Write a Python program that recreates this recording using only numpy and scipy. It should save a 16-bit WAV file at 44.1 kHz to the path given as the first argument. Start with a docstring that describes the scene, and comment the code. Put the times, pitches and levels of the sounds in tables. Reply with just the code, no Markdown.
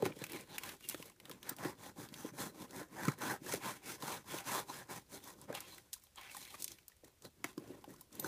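"""A hand holds a cardboard box in a small quiet room. At first fingers knock the card and the tape on the
lid cracks and squeaks. For over five seconds the tape is scraped to and fro: each stroke is a dense rain
of tiny slips that hiss off the tape and ring the hollow box. Then the tape is picked at and torn, with
more cracks and knocks. Just before the end a small metal part pings twice."""
import sys
import numpy as np
from scipy import signal
from scipy.fft import rfft, irfft, next_fast_len
from scipy.io import wavfile
from scipy.ndimage import uniform_filter1d

SR = 44100
rng = np.random.default_rng(int(sys.argv[2]) if len(sys.argv) > 2 else 0)


def dump(signal):
    """Clip the signal to [-1, 1] and save it as 16-bit WAV at the path in sys.argv[1]."""
    limited = np.clip(np.atleast_2d(signal).T, -1, 1)
    pcm = np.round(limited * 32767).astype(np.int16)
    wavfile.write(sys.argv[1], SR, pcm)


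N = 364971

# Strokes of the hand. Each row: start in seconds, length in seconds, where it is fastest (0 to 1),
# hiss level in dB, then box boom, lid ring and papery rasp, each in dB above the hiss.
STROKES = [(-0.035, 0.2, 0.37, -56, 12, 3.5, -3.0), (0.073, 0.22, 0.68, -55, -0.5, -3, -4.5),
           (0.225, 0.28, 0.44, -56.5, 2.5, -2.5, 0), (0.415, 0.21, 0.67, -59, 3.5, 3, 0),
           (0.549, 0.25, 0.53, -54.5, 1.5, -1.0, 0), (0.738, 0.26, 0.75, -54.5, -2, -18, -3.5),
           (0.903, 0.3, 0.32, -62, -2, -3, -5.0), (1.13, 0.36, 0.49, -68, 8.5, 2.0, -2.5),
           (1.359, 0.2, 0.84, -55, -0.5, 3.5, -5.0), (1.52, 0.26, 0.53, -54, 4, 6, -7.5),
           (1.729, 0.23, 0.54, -58.5, 2.5, 1.5, -9.5), (1.929, 0.17, 0.58, -52.5, 2, 2.5, -11),
           (2.041, 0.3, 0.69, -52.5, 0, 1.5, -6), (2.303, 0.24, 0.52, -46, 1.0, 1, -11.5),
           (2.476, 0.23, 0.61, -57, 5.5, 3.5, -6), (2.626, 0.27, 0.65, -54.5, 2.5, 5, -14),
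           (2.832, 0.36, 0.71, -52.5, 3, 5.5, -8.5), (3.145, 0.27, 0.47, -44, -1.5, 3.5, -7.5),
           (3.37, 0.25, 0.68, -46, -2.5, -4.5, -8.5), (3.548, 0.29, 0.43, -46.5, -4.5, 1.5, -6),
           (3.782, 0.23, 0.58, -49, -4.0, -4, -5.5), (3.947, 0.32, 0.48, -46, -4.5, 0.0, -5.5),
           (4.205, 0.27, 0.6, -46.5, -5, -0.5, -6), (4.378, 0.3, 0.56, -43.5, -7, 1.5, -7.5),
           (4.624, 0.28, 0.42, -50.5, -3.5, -2, -6.5), (4.858, 0.208, 0.34, -51.5, -3.5, -0.5, -9.5),
           (5.051, 0.18, 0.56, -52.5, -3.0, -3.5, -12.5), (5.166, 0.21, 0.57, -54.5, -3.5, -1, -10.5),
           (5.317, 0.2, 0.52, -64.5, 4.5, -3.5, -9.5), (5.461, 0.12, 0.32, -64.5, 13.5, 13.5, -3),
           (5.528, 0.21, 0.12, -55, -4.5, 1.5, 3.5), (5.6, 0.37, 0.26, -62, -3, -3.5, -4.5),
           (5.922, 0.12, 0.04, -59.5, -35, -30, -14), (6.001, 0.13, 0.22, -67.5, -17, -27, -12),
           (6.138, 0.33, 0.17, -64.5, -23, 4.0, 6.5), (6.281, 0.41, 0.09, -56.5, -13, -11.5, -6),
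           (6.453, 0.24, 0.35, -58.5, -10, -7, -6), (6.569, 0.17, 0.22, -54.5, -8.5, -20, -14),
           (6.64, 0.14, 0.62, -57, -8, -9, -8.0), (6.74, 0.14, 0.24, -71, -4, -11, -7),
           (6.878, 0.1, 0.26, -74, -23.0, -21.0, -11), (7.013, 0.15, 0.31, -70, 4, 1.5, -3.0),
           (7.193, 0.12, 0.53, -61.5, 6, -5, -17.5), (7.34, 0.13, 0.6, -74, 10.5, 2, -4),
           (7.429, 0.15, 0.14, -59, -2, 0, -0.5), (7.503, 0.41, 0.46, -67, 13.5, 4, -2.5),
           (7.76, 0.31, 0.5, -68.5, 6.5, -1, -10), (7.946, 0.16, 0.37, -68, -2.5, -17, -12),
           (8.106, 0.24, 0.1, -62.5, 4, -4, -3), (8.118, 0.27, 0.73, -50, 3.5, 1, -9)]
# The tones (modes) of the hollow box and of its lid.
# Each row: pitch in Hz, relative level in dB, seconds to fade by 60 dB.
BOX_MODES = [(115, -4.5, 0.078), (155.5, 1.5, 0.038), (232, -2, 0.021), (243.5, 6.5, 0.032),
             (350.4, 6, 0.03), (405, -2, 0.035), (515, 4, 0.028)]
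LID_MODES = [(686, -12, 0.1), (830, 3.5, 0.026), (950, 9, 0.014), (1027, 6.5, 0.02), (1300, 0, 0.013),
             (1476, 4, 0.011), (1680, 6, 0.0085), (1887, 0, 0.016), (2190, -6.5, 0.01)]
HISS_POWER, BOOM_POWER, RING_POWER = 3.1, 2.13, 3.18  # loudness grows with hand speed to these powers


def gain(db):
    """Turn decibels into a factor to multiply by."""
    return 10 ** (np.asarray(db) / 20)


def unit(x):
    """Scale a signal to an average (rms) level of 1."""
    return x / np.sqrt(np.mean(x ** 2))


def colour(x, points):
    """Shape low and high pitches along (Hz, dB) points; the result has level 1."""
    hz, db = np.transpose(points)
    size = next_fast_len(len(x))
    bin_hz = np.maximum(np.arange(size // 2 + 1) * SR / size, 1)
    curve = gain(np.interp(np.log(bin_hz), np.log(hz), db))
    return unit(irfft(rfft(x, size) * curve, size)[:len(x)])


def wander(per_s):
    """Glide to a new random value, roughly within -1 to 1, per_s times a second."""
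    step = int(SR / per_s)
    return uniform_filter1d(np.repeat(rng.standard_normal(N // step + 1), step), step)[:N]


def ring(x, hz, fade_s):
    """One mode: every push in x starts a tone that dies away."""
    decay, angle = np.exp(-np.log(1000) / (fade_s * SR)), 2 * np.pi * hz / SR
    return signal.lfilter([0, decay * np.sin(angle)], [1, -2 * decay * np.cos(angle), decay ** 2], x)


def filtered(x, order, hz, kind):
    """Keep the "high" pitches or one "band" of them."""
    return signal.sosfilt(signal.butter(order, hz, kind, fs=SR, output="sos"), x)


def add(out, start, x):
    """Mix x into out from start, in seconds."""
    i = max(int(start * SR), 0)
    out[i:i + len(x)] += x[:N - i]


def struck(push, modes, scatter_db):
    """One blow: each mode gets a random share and swings against its neighbours; the peak is 1."""
    share_db = scatter_db * rng.standard_normal(len(modes))
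    x = sum((-1) ** k * gain(db + share_db[k]) * ring(push, hz, fade_s)
            for k, (hz, db, fade_s) in enumerate(modes))
    return x / np.abs(x).max()


def rubbed(force, level_db, modes, wander_db):
    """The contact moves over the lid, so each mode feels the slips now more, now less."""
    out = np.zeros(N)
    for hz, db, fade_s in modes:
        push = force * rng.choice([-1., 1.], N)
        drift_db = wander_db * (wander(25) + 0.25 * wander(5))
        out += gain(db) * unit(ring(push * gain(level_db + drift_db), hz, fade_s))
    return unit(out) * np.sqrt(np.mean(gain(level_db) ** 2))


def stroke_level(peak_db, speed_power, creep_db=-28):
    """Level in dB over time: each stroke speeds up, then slows; overlapping strokes add up."""
    start, length, fastest = np.array(STROKES).T[:3, :, None]
    fastest = np.clip(fastest, .02, .98)
    t = np.arange(0, N + 64, 64) / SR
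    progress = np.clip((t - start) / length, 0, 1)
    speed = np.sin(np.pi / 2 * np.minimum(progress / fastest, (1 - progress) / (1 - fastest)))
    energy = np.sum((gain(peak_db)[:, None] * speed ** speed_power) ** 2, axis=0)
    energy += gain(creep_db) ** 2 * uniform_filter1d(energy, size=200)  # the hand creeps between strokes
    return np.interp(np.arange(N) / SR, t, 10 * np.log10(np.abs(energy) + 1e-11))


def room_air():
    """The still air of the room: a faint, low noise whose level drifts a little."""
    # Each row: pitch in Hz, relative level in dB.
    air_colour = [(13, -50), (22, 0), (76, 8.5), (227, -4), (403, -6.5), (502, -4.5), (608, -8.5),
                  (823, -11), (1310, -12.5), (5770, -14), (9460, -15), (14300, -16), (15500, -22.5)]
    return colour(rng.standard_normal(N), air_colour) * gain(-71.5 + 0.69 * wander(3.19))


def room_echo(x, level_db=-17, fade_s=0.14, dull_hz=6050):
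    """Near walls answer after 4 ms with a short tail that gets duller as it fades."""
    t = np.arange(SR // 2) / SR
    noise = rng.standard_normal(len(t))
    dull = signal.lfilter(*signal.butter(1, dull_hz, fs=SR), noise)
    bright = noise * gain(-120 * t / fade_s)
    tail = (dull + bright) * gain(-60 * t / fade_s) * (t > .004)
    return signal.fftconvolve(x, tail / np.sqrt(np.sum(tail ** 2)))[:N] * gain(level_db)


def squeaks():
    """Skin sticks and slips on the tape at a regular rate: a brief, rough, gliding tone."""
    # Each row: start in seconds, first pitch in Hz, last pitch in Hz, level in dB, length in seconds.
    glides = [(0.114, 2490, 2250, -51, 0.018), (0.328, 2326, 2370, -56, 0.028),
              (0.82, 2850, 2750, -55, 0.056), (0.898, 2800, 2780, -54, 0.027),
              (.94, 3300, 3390, -64, 0.037), (0.531, 3420, 3530, -59, 0.047),
              (6.293, 2710, 2600, -52, 0.014), (6.536, 1262, 1060, -49.5, 0.02),
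              (6.549, 2005, 1900, -52.5, 0.012)]
    out = np.zeros(N)
    for start, first_hz, last_hz, db, length in glides:
        size = int(length * SR)
        tone = np.sin(2 * np.pi * np.cumsum(np.linspace(first_hz, last_hz, size)) / SR)
        flutter = uniform_filter1d(rng.standard_normal(4096), size=20)[:size] * np.sqrt(20)
        add(out, start, gain(db) * np.hanning(size) * tone * (1 + 0.68 * flutter))
    return out


def metal_pings():
    """A small hard metal part is tapped and rings thin and high."""
    # Each row: start in seconds, pitch in Hz, level in dB, seconds to fade by 60 dB.
    tones = [(8.197, 12100, -39, 0.12), (8.196, 9300, -55, .04), (8.245, 6120, -47, 0.072)]
    out, t = np.zeros(N), np.arange(4096) / SR
    for start, hz, db, fade_s in tones:
        add(out, start, gain(db - 60 * t / fade_s) * np.sin(2 * np.pi * hz * t))
    return out


def knocks():
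    """A fingertip pushes the card and rings the box; a longer contact is duller."""
    # Each row: time in seconds (the knock sounds 4.3 ms later), peak level in dB, contact in seconds.
    taps = [(.02, -20.5, 0.002), (.025, -30, 0.0017), (.054, -28, 0.0027), (0.073, -41, .0027),
            (.162, -42, 0.0016), (0.211, -36.5, 0.0029), (0.94, -36.5, 0.0015), (0.995, -43, 0.00043),
            (1.296, -43.5, 0.002), (1.509, -41, 0.0033), (1.647, -30.5, 0.0026), (1.979, -44, 0.0049),
            (2.024, -49, 0.0011), (2.116, -44, 0.0046), (2.242, -33.5, 0.0028), (2.314, -46.5, 0.0058),
            (2.396, -36.5, 0.0032), (2.809, -39, 0.0012), (3.075, -22, 0.0028), (3.226, -37.5, .0023),
            (3.411, -43.5, 0.0039), (3.458, -40, 0.0016), (3.533, -30, 0.0011), (3.656, -41.5, .0023),
            (4.027, -39, 0.0029), (4.336, -33.5, 0.0012), (5.498, -32, 0.00078), (7.031, -49.5, 0.0013),
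            (7.245, -44, 0.0015), (7.439, -37.5, 0.0026), (7.572, -33, 0.0031), (7.697, -41, 0.002),
            (7.742, -48, .0018), (7.873, -44, 0.001), (8.239, -38, 0.0027)]
    out, t = np.zeros(N), np.arange(8192) / SR
    for when, db, contact_s in taps:
        push = np.sin(2 * np.pi * np.minimum(t / contact_s, 1))  # the card dents and springs back
        add(out, when + 0.0043, gain(db) * struck(push, BOX_MODES, scatter_db=5.0))
    return out


def tape_cracks(fade_s=0.025, rustle_db=-25, rustle_fade_s=0.15, faint_per_s=15):
    """Glue splits in a burst that snaps and kicks the lid; the film rustles as it settles."""
    # Each row: start in seconds, snap peak in dB, lid ring in dB above the snap, centre pitch in Hz.
    main_cracks = [(0.0228, -39, 5, 2540), (.0538, -30.5, -4, 2060), (0.0612, -31.5, -2, 2470),
                   (0.1897, -43, -16, 8200), (0.219, -41, -13, 3480), (0.2392, -28.5, -23, 2220),
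                   (0.2657, -38.5, -25, 2150), (.2967, -39, -23, 2040), (0.3192, -34, -30, 9320),
                   (.3321, -36.5, -26, 2330), (.409, -39, -16, 8300), (0.5817, -24.5, -37, 2240),
                   (0.6347, -32, -31, 2340), (0.6908, -33.5, -11, 2880), (.7652, -52, -15, 6110),
                   (0.8073, -45, -11, 2070), (.841, -40.5, -28, 2900), (0.8876, -25, -45, 10800),
                   (0.8964, -23, -25, 11300), (.9114, -40, -11, 2750), (.925, -43, -8, 2800),
                   (.9443, -34, -7, 3140), (1.0254, -36, -17, 2940), (1.057, -45, -18, 12400),
                   (1.0976, -46, -8, 7640), (1.1997, -42, -18, 2420), (1.254, -41, -12.5, 3380),
                   (1.295, -39.5, -6, 11800), (1.3131, -35.5, -15, 3300), (1.429, -37.5, -20, 3520),
                   (1.491, -31, -25, 13700), (1.4936, -24.5, -18, 14400), (1.5648, -42, -30, 8760),
                   (1.585, -41, -9, 2700), (1.6477, -36.5, 3.5, 3400), (2.0876, -44, -19, 4050),
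                   (2.14, -37.5, -29, 3490), (2.3853, -43.5, 5, 7350), (2.708, -43, -27, 6100),
                   (3.052, -33.5, -2, 6460), (3.0824, -27, -1, 6260), (3.118, -37.5, -3, 6850),
                   (3.186, -43, -15, 11700), (3.2181, -32.5, -10, 3740), (3.463, -39, -3, 6580),
                   (3.5228, -29, -6.5, 6400), (3.537, -28.5, -8.5, 9700), (3.6436, -40, -10, 4100),
                   (4.0226, -35, -4, 3970), (4.3853, -32.5, -13, 2700), (5.24, -41, -27, 11900),
                   (5.414, -42.5, -15, 8800), (5.5268, -41.5, 1.5, 2000), (5.5495, -30.5, -10, 3020),
                   (5.6042, -32.5, -30, 10900), (5.7453, -46, -14, 8300), (5.7808, -40.5, -33, 2000),
                   (5.9304, -30, -33, 7060), (5.937, -27.5, -44, 9400), (6.037, -44, -24, 12000),
                   (6.1579, -44, -17, 7700), (6.2115, -42.5, -21, 2030), (6.313, -45, -20, 2530),
                   (6.3472, -41, -0.5, 7840), (6.3669, -35.5, -7.5, 8800), (6.429, -42, -31, 4360),
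                   (6.4506, -41, -27, 3650), (6.6004, -42, -34, 10800), (6.6221, -27, -38, 9000),
                   (6.6429, -25.5, -43, 9500), (6.6788, -34, -41, 5620), (6.7173, -37, -21, 5860),
                   (6.785, -49.5, -23, 2600), (6.8808, -37.5, -32, 12700), (6.966, -56, -28, 9100),
                   (7.0458, -47.5, -32, 7360), (7.221, -46, -23, 7150), (7.2499, -44, -8, 5040),
                   (7.442, -21, -5.5, 2440), (7.5778, -40, -5, 5160), (7.8413, -45.5, -0.5, 3060),
                   (7.9044, -49, -13, 11100), (7.938, -48.5, -26, 9600), (8.0096, -38, -19, 12800),
                   (8.1269, -46, -20, 6890), (8.1523, -41, -21, 11200), (8.1968, -26, -26, 11700),
                   (8.244, -38, 5, 5900), (8.2664, -42, -13, 13300)]
    hiss_db = stroke_level(np.array(STROKES)[:, 3], HISS_POWER)
    faint_cracks = []  # these fall by chance and are louder in loud strokes
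    for when, rarity, lid_loss, pitch in rng.random((int(faint_per_s * N / SR), 4)):
        db = -33 + 0.35 * hiss_db[int(when * N)] - 1.6 * np.log(rarity)
        faint_cracks.append((when * N / SR, db, -25 * lid_loss, 2000 * 6 ** pitch))
    out, t = np.zeros(N), np.arange(4096) / SR
    rise = np.minimum(t / 0.00071, 1)
    fall = gain(-60 * t / fade_s) + gain(rustle_db - 60 * t / rustle_fade_s)
    first_split = 1 + 1.1 * np.exp(-t / 0.0064)  # the first split is the sharpest
    for start, db, lid_db, hz in main_cracks + faint_cracks:
        burst = rng.standard_normal(len(t)) * rise * fall * first_split
        wide = filtered(burst, 2, 1500 + 0.23 * hz, "high")
        narrow = filtered(burst, 1, [hz * 0.9, min(hz * 1.26, 20000)], "band")
        snap = 1.27 * unit(wide) + unit(narrow)
        lid = gain(lid_db) * struck(burst, LID_MODES, scatter_db=10.0)
        add(out, start, gain(db) * (snap / np.abs(snap).max() + lid))
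    return out


def slips(per_s, spread_db, patchy_db):
    """Sticking and slipping makes random clicks that come in patches, a few far larger than the rest."""
    slipped = rng.random(N) < per_s / SR
    size = gain(spread_db * rng.exponential(size=N) + patchy_db * wander(70))
    return unit(slipped * size * rng.standard_normal(N))


def tape_hiss(force, crisp_hz=8000):
    """Slips hiss off the tape; the crackle of thin film, above crisp_hz, swells and sinks."""
    # Each row: pitch in Hz, relative level in dB.
    tape_colour = [(2400, -32), (3400, -3.5), (4400, -2), (5200, -1), (6200, 1), (7200, 0.5), (10600, 0.5),
                   (13100, -1.5), (14700, -5.5), (15500, -0.5)]
    # Each row: time in seconds, lift of the crackle in dB.
    crackle_lift = [(0, -2.5), (.9, 5), (1.5, -1), (2.5, 1.5), (3.5, -0.5), (4.5, -0.5), (5.5, 0),
                    (6.3, 1.5), (7, -1), (8.27, 0.5)]
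    hiss = colour(force, tape_colour)
    dull = signal.sosfiltfilt(signal.butter(2, crisp_hz, fs=SR, output="sos"), hiss)
    lift_db = np.interp(np.arange(N) / SR, *np.transpose(crackle_lift))
    return dull + gain(lift_db) * (hiss - dull)


def scraping(surge_db=1.5):
    """Each stroke's slips hiss off the tape and shake its loose flap, the lid and the hollow box."""
    # The modes of the hollows under the palm and of the loose tape flap.
    # Each row: pitch in Hz, relative level in dB, seconds to fade by 60 dB.
    palm_modes = [(3510, -1.5, .009), (4070, 0.5, 0.016), (5170, -3.5, .007), (6120, -0.5, 0.012),
                  (7240, -5, .006)]
    flap_modes = [(2270, 2, 0.0061), (2670, -4, 0.011), (3254, -2.5, 0.0073), (3880, -3, 0.0029),
                  (4560, -8.5, 0.0019)]
    peak_db, boom_db, lid_db, rasp_db = np.array(STROKES)[:, 3:].T
    hiss_db = stroke_level(peak_db, HISS_POWER)
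    glue_lumps = uniform_filter1d(np.abs(slips(200, spread_db=0.5, patchy_db=-5.5)), size=60)
    fine_slips = slips(14000, spread_db=1.28, patchy_db=2.17)
    surge = gain(surge_db * wander(18))  # the hand catches and surges within a stroke
    force = unit(fine_slips * surge * (1 + 0.16 * unit(glue_lumps)))
    hiss = tape_hiss(force) * gain(hiss_db)
    whisper = rubbed(force, hiss_db - 9.5, palm_modes, wander_db=6.5)  # shifts as the palm changes shape
    rasp = rubbed(force, stroke_level(peak_db + rasp_db, RING_POWER), flap_modes, wander_db=4.0)
    lid = rubbed(force, stroke_level(peak_db + lid_db, RING_POWER), LID_MODES, wander_db=5.5)
    box_db = stroke_level(peak_db + boom_db, BOOM_POWER, creep_db=-16.5)
    boom = rubbed(force, box_db, BOX_MODES, wander_db=4.0)
    return hiss + whisper + rasp + lid + boom


def scene(lowest_hz=100.7):
    """The box, the still air and the echo of the room, in one channel."""
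    box = scraping() + tape_cracks() + knocks() + metal_pings() + squeaks()
    box = filtered(box, 4, lowest_hz, "high")  # a small box sends out little deep bass
    return (box + room_air() + room_echo(box))[None]


def record(dry, top_hz=15400):
    """Cut away the very highest treble."""
    return signal.sosfilt(signal.ellip(10, .2, 65, top_hz, fs=SR, output="sos"), dry)


dry = scene()
out = record(dry)
dump(out)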